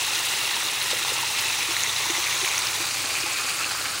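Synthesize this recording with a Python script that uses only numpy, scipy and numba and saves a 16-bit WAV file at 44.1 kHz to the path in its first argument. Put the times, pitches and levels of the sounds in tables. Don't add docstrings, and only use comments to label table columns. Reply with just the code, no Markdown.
import sys
import numpy as np
from scipy import signal
from scipy.fft import rfft, irfft
from scipy.io import wavfile
from scipy.ndimage import uniform_filter1d
from numba import njit

SR = 44100
rng = np.random.default_rng(int(sys.argv[2]) if len(sys.argv) > 2 else 0)


def store_wav(level_fs):
    pcm = np.round(np.clip(np.atleast_2d(level_fs), -1, 1) * 32767)
    wavfile.write(sys.argv[1], SR, pcm.T.astype(np.int16))


N = 176400
T = np.arange(N) / SR
F = np.maximum(np.fft.rfftfreq(N, 1 / SR), 1)


# f/Hz, level/dB
FACING_COLOUR = [(76, -32), (130, -9), (162, -22), (302, -17.5), (333, -12), (498, -12.5), (699, -12),
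                 (821, -5.5), (926, -5), (1090, -5.5), (1410, -4.5), (1560, -8), (1760, -3.5), (2020, -1.5),
                 (2370, -3.5), (2730, 0.5), (3020, -4.5), (3920, 1), (4600, -6), (6210, -5), (7140, -7.5),
                 (10000, -9.5), (13300, -21), (14700, -12.5), (15600, -14)]
AWAY_COLOUR = [(76, -43), (130, -11), (169, -22.5), (327, -11), (383, -11), (432, -12), (469, -12),
               (518, -10), (728, -10.5), (821, -5), (872, -6), (944, -12), (1020, -5), (1180, -2.5),
               (1470, -3.5), (1870, -5.5), (2520, -2), (3340, -6), (4600, -1.5), (5500, -7), (6590, -5),
               (8550, -7), (9840, -8.5), (11800, -17.5), (15600, -15)]
# t/s, level/dB
GROUND_LEVEL = [(0, -25), (.5, -25), (.75, -26.5), (.95, -25), (1.25, -25.5), (1.45, -24.5), (1.7, -25),
                (2.45, -24), (2.8, -25.5), (3.2, -26.5), (3.65, -27.5), (4, -28.3)]
# f/Hz, width/Hz, level/dB
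CASING_RINGS = [(1066, 280, -40.5), (2230, 670, -44), (3650, 940, -37), (6050, 1000, -35), (8600, 300, -54)]

def rush(close_s=2.29, close_spread_s=0.54, turn_s=2.75, turn_length_s=0.67):
    water, splash = spatter(), spatter()
    close = swell(close_s, close_spread_s)
    turned = np.clip((T - turn_s) / turn_length_s + .5, 0, 1)
    ground = (1 - turned) * colour(water, FACING_COLOUR) + turned * colour(water, AWAY_COLOUR)
    ground *= undb(curve(GROUND_LEVEL) - 0.28 - 1.5 * close)
    casing = sum(undb(db) * resonance(splash, hz, width) for hz, width, db in CASING_RINGS)
    return ground + close * casing + hollow(splash)


def spatter(tinkle_db=-6.5, fizz_db=-1, flicker_db=0.86, surge_db=0.32):
    fizz = unit(rng.standard_normal(N))
    spectrum = rfft(droplets() + undb(tinkle_db) * tinkles() + undb(fizz_db) * fizz)
    octave = np.clip(np.log2(F / 200), 0, 6)
    water = np.zeros(N)
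    for k in range(7):
        band = irfft(spectrum * np.maximum(1 - abs(octave - k), 0), N)
        water += band * undb(flicker_db * waver(80))
    return water * undb(surge_db * waver(80))


def droplets(per_s=9000):
    when, pitch, length, size, sign = rng.random((int(per_s * N / SR), 5)).T
    hz = 200 + 17000 * pitch ** 2
    highness = hz / 2000
    cycles = 11.3 * highness ** 0.32 * 2 ** (3 * length - 1.5)
    scatter_db = 3 * highness ** -0.24 * (-np.log(1 - .997 * size) - 2)
    strength = undb(scatter_db) * highness ** .75 / np.sqrt(cycles) * np.sign(sign - .5)
    return unit(ring(when * N / SR, hz, cycles, strength))


def tinkles(per_s=900):
    when, pitch, length, size = rng.random((int(per_s * N / SR), 4)).T
    hz = 300 + 15000 * pitch ** 2
    cycles = 52 * np.sqrt(hz / 2000) * 2 ** (2 * length - 1)
    scatter_db = -3 * np.log(1 - .97 * size)
    strength = undb(scatter_db) * hz ** .7 / np.sqrt(cycles)
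    return unit(ring(when * N / SR, hz, cycles, strength))


# t/s, f/Hz, level/dB
HOLLOW_NOTE = [(0, 2730, -36.5), (.7, 2680, -39), (1.2, 2680, -37), (1.45, 2600, -37), (1.6, 2550, -36.5),
               (1.8, 2100, -39), (2.1, 2210, -38.5), (2.5, 2350, -40), (2.85, 2440, -39),
               (3.15, 2430, -35.5), (3.62, 2470, -35.5), (3.78, 2570, -52), (4, 2550, -54)]

def hollow(splash, width_hz=510.0, gurgle_db=2.5, lower_db=-40):
    hz = curve([(s, f) for s, f, _ in HOLLOW_NOTE])
    level_db = curve([(s, db) for s, _, db in HOLLOW_NOTE])
    gurgle = splash * undb(gurgle_db * waver(45))
    upper = unit(moving_band(moving_band(gurgle, hz, width_hz), hz, width_hz))
    lower = resonance(gurgle, hz=1390, width_hz=330) * swell(peak_s=3.74, spread_s=0.28)
    return undb(level_db) * upper + undb(lower_db) * lower


# t/s, peak level/dB, f/Hz, ring length/cycles
LOUD_BUBBLES = [(.078, -29.5, 850, 35), (.512, -27, 950, 16), (.564, -29, 913, 42), (0.814, -19, 4130, 35),
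                (.8622, -21, 5400, 30), (.931, -24, 490, 10.4), (0.933, -20, 4100, 27),
                (1.011, -36, 337, 19), (1.049, -21, 982, 7.8), (1.081, -17, 3530, 30),
                (1.119, -25.5, 475, 8.6), (1.188, -25, 1050, 28), (1.231, -23, 916, 30),
                (1.387, -18, 2710, 19), (1.4835, -17.5, 2550, 25), (1.686, -34, 318, 19),
                (1.758, -29, 1120, 14), (1.7664, -15, 3880, 26), (1.7663, -13.5, 1980, 13),
                (1.7972, -19, 2760, 25), (1.8358, -8.5, 6340, 17), (1.8625, -21, 1990, 29),
                (1.894, -17, 3550, 35), (1.964, -14.5, 3770, 20), (2.057, -26, 900, 17),
                (2.099, -28, 330, 21), (2.107, -18, 6600, 40), (2.169, -21, 2050, 25),
                (2.169, -24, 990, 12), (2.179, -33.5, 342, 17), (2.201, -22, 6200, 25),
                (2.333, -23, 2290, 20), (2.353, -16, 6700, 35), (2.428, -30.5, 373, 22),
                (2.4482, -10.5, 2730, 7.7), (2.460, -15, 2400, 12), (2.477, -14, 2240, 14),
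                (2.489, -18, 6400, 30), (2.5143, -21, 2400, 18), (2.5772, -14.5, 2400, 12),
                (2.5803, -10, 6000, 22), (2.5908, -17, 8700, 55), (2.620, -17, 4530, 22),
                (2.670, -16.5, 5200, 37), (2.7575, -17, 3740, 23), (2.803, -31.5, 328, 18),
                (3.153, -17, 2460, 16), (3.236, -32.5, 326, 20), (3.26, -28.5, 830, 45),
                (3.260, -20, 2500, 25), (3.603, -23, 1270, 23), (3.634, -23, 4100, 33),
                (3.644, -15, 2620, 22), (3.749, -22, 1100, 11)]

def bubbles(glide=0.061, onset_share=0.076):
    out = np.zeros(N)
    for start, db, hz, cycles in LOUD_BUBBLES:
        age = np.arange(int(cycles / hz * SR)) * hz / (cycles * SR)
        shape = (1 - np.exp(-age / onset_share)) * np.exp(-np.log(1000) * age)
        phase = 2 * np.pi * cycles * age * (1 + glide * age)
        tone = undb(db) * shape / shape.max() * np.sin(phase)
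        first = int(start * SR)
        out[first:first + len(tone)] += tone[:N - first]
    return out


# t/s, level/dB, f/Hz, width/Hz
JET_SPURTS = [(.26, -31, 9500, 5000), (.831, -34, 10500, 1600), (.910, -25.5, 3300, 3000),
              (.934, -39, 550, 500), (1.14, -29, 7000, 3000), (1.392, -25, 3300, 3000),
              (1.412, -33, 10500, 3000), (1.797, -38, 13800, 2000), (2.11, -38, 11000, 3000),
              (2.198, -34, 14900, 1200), (2.812, -37.5, 500, 400), (3.103, -28, 2500, 700),
              (3.172, -28.5, 2510, 800), (3.375, -33, 4200, 1200), (3.402, -30, 1250, 600),
              (3.665, -32, 1300, 500), (3.71, -35, 1450, 400), (3.86, -28, 1900, 1200)]

def spurts(spread_s=0.0072):
    hiss = rng.standard_normal(N)
    return sum(undb(db) * swell(s, spread_s) * resonance(hiss, hz, width)
               for s, db, hz, width in JET_SPURTS)


# t/s, f/Hz (turns each second)
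SHAFT_SPEED = [(0, 32.2), (1.0, 32.8), (1.6, 33.3), (2.4, 33.5), (3.0, 33.8), (4, 33.9)]
# multiple of the shaft speed, level/dB, waver/dB
HUM_TONES = [(2, -62.5, 2), (3, -56, 0), (4, -73, 5.5)]
# t/s, level/dB
HUM_GAIN = [(0, -5), (.7, -4), (1.3, 2), (2.2, 0), (2.8, 3.5), (3.4, -3), (3.8, 2.5), (4, -1)]

def shaft_hum(jitter_rad=0.54):
    angle = 2 * np.pi * np.cumsum(curve(SHAFT_SPEED)) / SR
    hum = np.zeros(N)
    for multiple, db, waver_db in HUM_TONES:
        tone = np.sin(multiple * angle + 2 * np.pi * rng.random() + jitter_rad * waver(16))
        hum += undb(db) * unit(tone * undb(waver_db * waver(9.7)))
    return undb(curve(HUM_GAIN)) * hum


# t/s, level/dB
DRONE_LEVEL = [(0, -62), (.9, -60), (1.15, -50), (1.55, -64), (1.9, -54.5), (2.3, -58.5), (3.2, -58),
               (4, -63)]

def belt_drone():
    return undb(curve(DRONE_LEVEL)) * resonance(rng.standard_normal(N), hz=128, width_hz=19)


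# t/s, level/dB
RUMBLE_LOUDNESS = [(0, -59), (.7, -63.5), (1.4, -60), (2.2, -56), (2.8, -54.5), (3.4, -58), (4, -52)]
# f/Hz, level/dB
RUMBLE_COLOUR = [(20, -8), (42, -5), (72, 0), (150, -1), (200, -3), (300, -25)]

def rumble():
    return undb(curve(RUMBLE_LOUDNESS)) * colour(rng.standard_normal(N), RUMBLE_COLOUR)


def undb(db):
    return 10 ** (np.asarray(db) / 20)


def unit(x):
    return x / np.sqrt(np.mean(x ** 2))


def curve(rows):
    return np.interp(T, *np.array(rows, float).T)


def swell(peak_s, spread_s):
    return np.exp(-.5 * ((T - peak_s) / spread_s) ** 2)


def waver(per_s):
    hold = int(SR / per_s)
    steps = rng.standard_normal(2048)[(np.arange(N) // hold) % 2048]
    return unit(uniform_filter1d(steps, hold) - .7 * uniform_filter1d(steps, 10 * hold))


def colour(x, points):
    hz, db = np.array(points, float).T
    gain = undb(np.interp(np.log(F), np.log(hz), db)) * np.minimum(F / hz[0], 1) ** 2
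    return unit(irfft(rfft(x) * gain, N))


def resonance(x, hz, width_hz):
    off_pitch = (F / hz - hz / F) * hz / (1.4 * width_hz)
    return unit(irfft(rfft(x) / (1 + 1j * off_pitch) ** 2, N))


@njit
def moving_band(x, hz, width_hz):
    out, band_state, low_state = np.empty(len(x)), 0., 0.
    for i in range(len(x)):
        tuning, damping = np.tan(np.pi * hz[i] / SR), width_hz / hz[i]
        band = (band_state + tuning * (x[i] - low_state)) / (1 + tuning * (tuning + damping))
        band_state = 2 * band - band_state
        low_state += 2 * tuning * band
        out[i] = damping * band
    return out


@njit
def ring(start_s, hz, cycles, strength):
    out = np.zeros(N)
    for k in range(len(start_s)):
        turn_and_fade = np.exp((2j * np.pi - np.log(1000) / cycles[k]) * hz[k] / SR)
        tone = strength[k] + 0j
        first = int(start_s[k] * SR)
        for i in range(first, min(N, first + int(cycles[k] * SR / hz[k]))):
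            tone *= turn_and_fade
            out[i] += tone.imag
    return out


def scene():
    return (rush() + bubbles() + spurts() + shaft_hum() + belt_drone() + rumble())[None]


def record(dry):
    return signal.sosfilt(signal.ellip(12, .1, 80, 15750, fs=SR, output="sos"), dry)


dry = scene()
out = record(dry)
store_wav(out)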